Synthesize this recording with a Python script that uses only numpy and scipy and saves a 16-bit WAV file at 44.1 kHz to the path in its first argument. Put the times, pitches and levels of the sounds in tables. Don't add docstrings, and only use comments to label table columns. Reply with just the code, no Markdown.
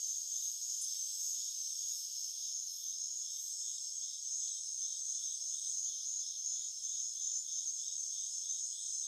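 import sys
import numpy as np
from scipy import signal
from scipy.io import wavfile
from scipy.ndimage import uniform_filter1d

SR = 44100
rng = np.random.default_rng(int(sys.argv[2]) if len(sys.argv) > 2 else 0)


def wrap_up_sound(samples):
    columns = np.atleast_2d(samples).T
    tamed = np.clip(columns, -1, 1)
    steps = np.round(tamed * 32767).astype(np.int16)
    wavfile.write(sys.argv[1], SR, steps)


def how_loud(loudness_db):
    steps = np.asarray(loudness_db, float) / 20
    return 10 ** steps


N = 399987
T = np.arange(N) / SR

# start_s, length_s, level_db
CHIRPS = [(0, 0.25, -46), (.3, 0.21, -46), (.6, 0.24, -53), (.81, 0.29, -45.5), (1.1, 0.25, -45.5),
          (1.55, .19, -45), (1.78, 0.18, -52.5), (2.12, 0.21, -50.5), (2.55, 0.12, -49),
          (2.84, 0.18, -46.5), (3.19, 0.38, -51), (3.6, .18, -58), (3.9, .2, -51), (4.25, 0.31, -46.5),
          (4.64, .32, -45), (4.98, .39, -45.5), (5.418, 0.58, -46), (5.97, .26, -47.5), (6.27, 0.29, -46),
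          (6.56, .15, -56), (6.83, 0.23, -44), (7.15, 0.24, -44), (7.49, 0.3, -46.5), (7.84, 0.42, -46),
          (8.35, 0.31, -46), (8.83, 0.3, -43.5)]
# time_s, level_db
CRICKET_CROWD = [(0.0, -37), (0.3, -43.5), (4.37, -43.5), (4.95, -42), (6.97, -46), (7.7, -41.5),
                 (8.82, -43.5), (9.07, -41)]
# start_s, length_s, level_db, wing_hz
BUZZES = [(0, 0.2, -47.5, 7090), (0.267, 0.26, -46.5, 6605), (0.61, 0.22, -44.5, 6850),
          (1.208, .32, -46.5, 6670), (1.784, 0.18, -44, 6580), (2.1, 0.17, -51.5, 6760),
          (2.41, 0.26, -48, 6740), (2.998, .24, -45.5, 6740), (3.538, .23, -47, 6670),
          (3.907, 0.15, -48.5, 6580), (4.307, .2, -46.5, 6840), (5.034, .2, -49, 6850),
          (5.46, 0.11, -50, 6710), (5.689, 0.21, -44, 6720), (6.056, 0.18, -44.5, 6810),
          (6.446, 0.26, -43.5, 6770), (6.835, 0.28, -47, 6740), (7.213, .22, -47, 6930),
          (7.514, 0.34, -46.5, 6650), (7.907, 0.29, -52, 6790), (8.217, 0.17, -50.5, 6900),
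          (8.49, .25, -47.5, 6730), (8.81, 0.22, -49, 7010)]
# time_s, level_db
DRUMMER_LEVEL = [(0, -56), (.3, -56), (1.3, -52.5), (2.0, -56.5), (2.1, -66), (2.58, -70.5), (2.65, -79),
                 (2.78, -67.5), (3.5, -53), (4.2, -54.5), (4.7, -57.5), (5.7, -55), (5.85, -72), (6.1, -69),
                 (6.3, -72.5), (6.8, -57.5), (7.7, -58), (8.0, -58.5), (8.6, -54.5), (9.07, -54.5)]
# time_s, strokes_per_s, drum_hz
DRUMMER_DRUM = [(0, 107.2, 7780), (.75, 107.2, 7740), (.85, 106, 7680), (1.4, 106, 7800),
                (2.2, 106.1, 7850), (3.2, 105.8, 7640), (4.3, 107.1, 7760), (4.7, 107.6, 7980),
                (5.8, 107.5, 8050), (6.8, 105.6, 7560), (7.8, 107, 7740), (8.4, 107.7, 8020),
                (9.1, 107.7, 7900)]
# time_s, level_db
THROBBER_LEVEL = [(0, -56), (.8, -49.5), (2.5, -49.5), (4, -51.5), (6, -52.5), (9.07, -52.5)]
# time_s, throbs_per_s
THROB_RATE = [(0, 3.79), (2.99, 3.79), (3.01, 3.735), (9.07, 3.735)]
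# centre_hz, width_hz, gain_db
THROBBER_DRUM = [(5197, 217, 0), (5495, 230, 0.043)]
# time_s, level_db
HISSER_LEVEL = [(0, -53), (.4, -55.5), (.8, -52.5), (1.5, -52.5), (2.5, -54), (2.6, -65.5), (3.4, -72),
                (3.6, -91.5), (9.1, -82)]
# freq_hz, density_db_per_hz
HISSER_COLOUR = [(1900, -47), (2300, -34.5), (2800, -19), (3200, -10.5), (4300, -10.5), (4900, 2),
                 (5600, 2), (5900, -4), (9500, -14), (11000, -39.5)]
# start_s, level_db
RASPS = [(0.32, -59.5), (0.82, -60), (1.36, -60), (1.79, -60.5), (2.35, -60), (2.784, -59.5), (3.232, -58),
         (3.62, -58.5), (4.012, -58), (4.425, -59), (4.81, -58.5), (5.17, -58), (5.517, -57.5),
         (5.868, -58), (6.196, -58.5), (6.51, -60), (6.845, -58), (7.16, -58), (7.473, -57.5), (7.792, -58),
         (8.12, -58), (8.43, -59), (8.73, -56.5), (9.032, -58)]
# time_s, level_db
TREE_CRICKET = [(0, -68), (3.2, -69.5), (4.3, -72.5), (5, -66.5), (5.45, -69.5), (5.9, -65), (7.1, -70.5),
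                (7.9, -72.5), (8.5, -71.5), (9.07, -66)]
# time_s, level_db
KATYDID_BED = [(0, -63), (1.0, -60.5), (1.7, -63.5), (2.3, -62.5), (2.6, -72.5), (3.1, -76), (3.7, -71),
               (3.95, -81), (4.2, -95)]
# middle_s, level_db, half_length_s
KATYDID_SWELLS = [(.46, -58.5, .09), (1.25, -57.5, .12), (1.96, -57.5, 0.1), (2.78, -58.5, .12),
                  (3.43, -58.5, 0.096)]
# freq_hz, density_db_per_hz
KATYDID_COLOUR = [(6060, -52), (10300, -12.5), (11100, -8.5), (11200, -0.5), (12000, -3.5), (14300, -6.5),
                  (15300, -16), (15500, -20)]
# start_s, level_db, throat_hz
CROAKS = [(.642, -84, 1850), (1.33, -84, 1850), (2.037, -84, 1850), (2.59, -86, 2120), (2.879, -84, 1800),
          (3.33, -84, 2100), (3.659, -85, 1840), (4.052, -83, 2120), (4.271, -83, 1850), (5.0, -85, 1870),
          (5.711, -85, 1870), (6.34, -85, 1820), (6.58, -78.5, 2150), (7.119, -86, 1780),
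          (7.695, -87, 2100), (7.959, -85.5, 1840), (8.51, -83.5, 1880)]
# start_s, level_db, centre_hz, width_hz, t60_s
SNAPS = [(0.814, -38, 8700, 3800, 0.21), (0.95, -50, 7500, 9500, 0.046), (4.476, -44, 4300, 1900, .055),
         (6.724, -59, 5000, 4900, 0.032)]
# time_s, level_db, pitch_hz
COOS = [
    [(1.88, -105, 580), (1.95, -85.5, 587), (2.1, -101, 605), (2.3, -94, 580), (2.38, -90, 690),
     (2.48, -94, 716), (2.55, -108, 690)],
    [(7.26, -110, 215), (7.32, -86, 218), (7.4, -112, 217)],
]
# time_s, level_db, pitch_hz
WHINE = [(1.5, -95, 14150), (1.8, -81, 15000), (2.7, -78.5, 13900), (3.3, -77, 14150), (3.9, -81, 14150),
         (4.1, -92, 14600)]
# first_step, step_count, strike_db
TICKS = [(0, 2, -81), (3, 1, -89), (5, 3, -82), (8, 1, -88), (10, 2, -87), (17, 3, -82), (21, 1, -84),
         (23, 2, -81), (27, 2, -80), (37, 1, -81), (40, 3, -83), (47, 4, -84), (52, 2, -81), (55, 2, -83),
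         (59, 2, -83), (62, 5, -84), (72, 4, -81), (77, 1, -80), (79, 1, -83), (82, 7, -82), (89, 1, -89),
         (123, 1, -89), (131, 1, -87)]
# mode_hz, gain_db, t60_s
SHELL = [(513, -17, 0.056), (580, 7.5, 0.025), (660, 3, 0.024), (1110, -2, 0.023), (1370, 10.5, 0.027),
         (1780, -4, 0.1)]
# time_s, level_db
HUM = [(0, -97.5), (1.05, -103), (1.7, -98), (2.4, -101), (3.4, -99), (5.9, -99), (6.27, -107), (6.4, -116),
       (8.1, -117), (8.36, -100), (9.07, -101)]
# freq_hz, density_db_per_hz
WHIRR = [(25, -26), (60, -11), (110, -2), (220, -8), (380, -16.5), (560, 8), (750, -12.5), (1400, -5.5),
         (1600, -16)]
# freq_hz, density_db_per_hz
WASH = [(2300, -54), (2600, -52.5), (2900, -34), (3400, -20.5), (4400, -23), (5300, -11), (5900, -17.5),
        (6400, -1.5), (7200, -24.5), (8300, -20), (10300, -32), (11500, -34), (15600, -39)]
# freq_hz, density_db_per_hz
AIR = [(25, -16), (70, -3), (220, -8), (380, -11.5), (720, 1.5), (1200, -13), (1400, -14.5), (1600, -12),
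       (1900, -13.5), (2100, -0.5), (2500, -1.5), (2900, -24)]
# freq_hz, density_db_per_hz
SIDE_NOISE = [(18, -54), (30, -17), (104, -42), (368, -14.5), (770, -24), (1370, -19), (2480, -33.5),
              (3380, -12.5), (4400, -26), (6440, -8), (9000, -18.5), (11700, -47), (19800, -120)]


def evened(x):
    return x / np.sqrt(np.mean(x ** 2) + 1e-20)


def follow(rows):
    time_s, *columns = np.transpose(rows)
    return [np.interp(T, time_s, column) for column in columns]


def wander(top_hz):
    s = np.arange(0, N / SR + 1, 0.01)
    waves = np.zeros(len(s))
    for hz in np.geomspace(top_hz / 20, top_hz, num=24):
        waves += np.sin(2 * np.pi * (hz * s + rng.random())) / np.sqrt(hz)
    return np.interp(T, s, evened(waves))


def resonate(x, centre_hz, width_hz, order=2):
    turn = np.exp(2j * np.pi * np.cumsum(centre_hz * np.ones(N)) / SR)
    lowpass = signal.butter(order, width_hz / SR, output="sos")
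    return 2 * (turn * signal.sosfilt(lowpass, x / turn + 1e-18)).real


def hiss(colour, patchy_db):
    bin_hz = np.fft.rfftfreq(1024, 1 / SR)
    real, imag, patches = rng.standard_normal((N // 256 + 5, 513, 3)).T
    patches = uniform_filter1d(patches, size=8, axis=0)
    patches = evened(uniform_filter1d(patches, size=12, axis=1))
    hz, db = np.transpose(colour)
    tone_db = np.interp(np.log(bin_hz + 1), np.log(hz), db, left=-120, right=-120)[:, None]
    spectra = (real + 1j * imag) * how_loud(tone_db + patchy_db * patches)
    return evened(signal.istft(spectra, nperseg=1024, noverlap=768)[1][:N])


def strokes(per_s, centre_hz, drift, rough, count=6, fade_db=0):
    turns = np.cumsum(per_s * (1 + drift * wander(3))) / SR
    middle = round(centre_hz / np.mean(per_s))
    clean = np.zeros(N)
    for k in range(middle - count, middle + count + 1):
        fade = how_loud(fade_db * wander(14)) if fade_db else 1
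        clean += fade * np.cos(2 * np.pi * (k * turns + 0.51 * rng.random()))
    scrape = (0.9 + np.exp(-(turns % 1) / 0.25)) * rng.standard_normal(N)
    spread = np.sqrt(SR / (2 * (2 * count + 1) * np.mean(per_s)))
    share = np.clip(rough, 0, 1)
    return np.sqrt(1 - share) * evened(clean) + np.sqrt(share) * spread * evened(scrape)


def trees(x, t60_s, wet_db):
    s = np.arange(SR // 2) / SR
    echoes = rng.standard_normal(len(s)) * (rng.random(len(s)) < 0.05)
    tail = echoes * how_loud(-60 * s / t60_s) * (s > 0.004)
    wet = signal.oaconvolve(x, tail / np.linalg.norm(tail))[:N]
    return (x + how_loud(wet_db) * wet) / np.sqrt(1 + how_loud(2 * wet_db))


def bursts(rows, rise_s, fall_s):
    s = T[::64]
    shapes = []
    for start_s, length_s, db, *_ in rows:
        edge = np.minimum((s - start_s) / rise_s, (start_s + length_s - s) / fall_s)
        shapes.append(how_loud(db) * np.clip(edge + 0.5, 0, 1))
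    return np.interp(T, s, np.max(shapes, axis=0))


def crickets():
    chirps = bursts(CHIRPS, rise_s=0.044, fall_s=0.076)
    buzzes = bursts(BUZZES, rise_s=0.018, fall_s=0.059)

    note = resonate(strokes(69.5, 6270, 0.001, rough=0.7, count=3), 6262 + 12 * wander(2), 95)
    near = np.hypot(chirps, how_loud(-55)) * evened(note)

    joining = np.hypot(how_loud(-4.5) * chirps, how_loud(-1.5) * buzzes)
    crowd_level = np.hypot(joining, how_loud(follow(CRICKET_CROWD)[0] - 5))
    crowd_note = resonate(strokes(69.5, 6500, 0.0042, rough=0.86, count=4), 6504, 260)
    crowd = crowd_level * evened(crowd_note)

    start_s, length_s, _, hz = np.transpose(BUZZES)
    wing_hz = np.interp(T, start_s + length_s / 2, hz)
    drive = strokes(120.43, 6750, 0.0006, rough=0.25, count=2, fade_db=3.5)
    buzz = np.hypot(buzzes, how_loud(-57)) * evened(resonate(drive, wing_hz, 400, order=3))
    return trees(near + crowd, 0.3, -6) + trees(buzz, 0.13, -8.5)


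def drumming_cicada():
    per_s, drum_hz = follow(DRUMMER_DRUM)
    drive = strokes(per_s, 8400, 0.0006, rough=0.2, count=8, fade_db=4)
    drum = resonate(drive, drum_hz, 470) + 0.49 * resonate(drive, 8000, 1500)
    return how_loud(follow(DRUMMER_LEVEL)[0] + wander(16)) * evened(drum)


def throbbing_cicada():
    start_throbs, rise_throbs, sag_db, sag_bend = -0.088, 0.043, -15, 5.7
    done = (start_throbs + np.cumsum(follow(THROB_RATE)[0]) / SR) % 1
    rising = np.maximum(1 - done / rise_throbs, 0)
    level_db = follow(THROBBER_LEVEL)[0] + sag_db * np.maximum(rising, done ** sag_bend)
    drive = strokes(88, 5350, 0.0044, rough=0.92)
    drum = sum(how_loud(db) * resonate(drive, hz, width, order=3) for hz, width, db in THROBBER_DRUM)
    return how_loud(level_db) * evened(drum)


def hissing_cicada():
    return how_loud(follow(HISSER_LEVEL)[0]) * hiss(HISSER_COLOUR, 1.4)


def rasper():
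    low_hz, climb_hz, rasp_s = 3250, 430, 0.19
    centre_hz, level = np.full(N, float(low_hz)), np.zeros(N)
    for start_s, db in RASPS:
        part = (T > start_s - 0.02) & (T < start_s + rasp_s)
        done = np.linspace(0, 1, part.sum())
        centre_hz[part] = low_hz + climb_hz * np.minimum(done / 0.5, 1) ** 0.62
        edges = np.minimum(done / 0.14, 1) * np.minimum((1 - done) / 0.13, 1)
        level[part] = how_loud(db) * edges * (0.9 + 0.067 * done)
    scrape = strokes(102, 3500, 0.004, rough=0.9)
    ringing = resonate(scrape, centre_hz, 370, order=4) + 0.44 * resonate(scrape, 3275, 300, order=4)
    return trees(level * evened(ringing), 0.18, -9)


def tree_cricket():
    drive = strokes(24.5, 4120, 0.004, rough=0.92)
    note = resonate(drive, 4120 + 12 * wander(1), 90)
    return how_loud(follow(TREE_CRICKET)[0]) * evened(note)


def katydids():
    swells = sum(how_loud(db) * np.exp(-((T - middle_s) / half_s) ** 2)
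                 for middle_s, db, half_s in KATYDID_SWELLS)
    return np.hypot(how_loud(follow(KATYDID_BED)[0]), swells) * hiss(KATYDID_COLOUR, 1.1)


def frog():
    start_s, db, throat_hz = np.transpose(CROAKS)
    row = np.maximum(np.searchsorted(start_s, T) - 1, 0)
    since_s = T - start_s[row]
    shape = np.clip(since_s / 0.0039, 0, 1) * np.clip((0.075 - since_s) / 0.02, 0, 1)
    drive = strokes(110, 1950, 0.0067, rough=0.35, count=4)
    croaks = how_loud(db[row] - 5) * shape * evened(resonate(drive, throat_hz[row], 200))
    return trees(croaks, 0.96, 0.5)


def snaps():
    out = np.zeros(N)
    for start_s, db, hz, width_hz, t60_s in SNAPS:
        decay = how_loud(-60 * np.maximum(T - start_s, 0) / t60_s)
        burst = rng.standard_normal(N) * (T > start_s) * decay
        out += how_loud(db) * np.sqrt(SR / (4 * width_hz)) * resonate(burst, hz, width_hz, order=5)
    return out


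def soft_notes():
    out = np.zeros(N)
    for rows in COOS + [WHINE]:
        db, hz = follow(rows)
        sounding = (T > rows[0][0]) & (T < rows[-1][0])
        out += how_loud(db) * sounding * evened(resonate(rng.standard_normal(N), hz, 30))
    return out


def focus_motor():
    clock_start_s, step_s, hum_hz = 0.0695, 0.066733, 134.6
    steps = np.concatenate([first + np.arange(many) for first, many, _ in TICKS])
    levels_db = np.concatenate([[db] * many for _, many, db in TICKS])
    levels_db = levels_db + 0.8 * rng.standard_normal(len(steps))
    shakes = rng.standard_normal((len(steps), 600)) * np.hanning(600) / 30
    knock = signal.windows.hann(600) ** 400
    rattle = np.zeros(N + SR)
    for at_s, db, shake in zip(clock_start_s + step_s * steps, levels_db, shakes):
        rattle[int(at_s * SR):][:600] += how_loud(db) * (shake + 0.12 * knock)
        rattle[int((at_s + step_s / 2) * SR):][:600] += how_loud(db - 6) * shake[::-1]

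    s = np.arange(SR // 5) / SR
    ring = sum(how_loud(db - 60 * s / t60_s) * np.sin(2 * np.pi * hz * s) for hz, db, t60_s in SHELL)
    ring *= np.minimum(s / 0.004, 1)
    shell = signal.oaconvolve(rattle, ring)[:N]
    clack = how_loud(26) * resonate(rattle[:N], 1100, 1200, order=3)

    tone = np.sin(2 * np.pi * hum_hz * T + 0.82 * wander(10))
    hum = np.sqrt(2) * how_loud(1.8 * wander(20)) * tone
    whirr = how_loud(4) * hiss(WHIRR, 3.9)
    return shell + clack + how_loud(follow(HUM)[0]) * (hum + whirr)


def distant_insects():
    return how_loud(-49 + 0.49 * wander(2.3)) * hiss(WASH, 1.9)


def air_and_leaves():
    return how_loud(-95) * hiss(AIR, 5.8)


def side_noise():
    return how_loud(-84) * hiss(SIDE_NOISE, 4)


def scene():
    cicadas = trees(drumming_cicada() + throbbing_cicada() + hissing_cicada(), 0.33, -2.5)
    voices = crickets() + cicadas + rasper() + tree_cricket() + katydids() + frog()
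    forest = distant_insects() + air_and_leaves()
    heard = voices + snaps() + soft_notes() + focus_motor() + forest
    apart = side_noise()
    return np.array([heard + apart, heard - apart])


def low_pass(x):
    return signal.sosfilt(signal.butter(12, 15690, fs=SR, output="sos"), x)


def record(dry):
    return low_pass(dry)


dry = scene()
out = record(dry)
wrap_up_sound(out)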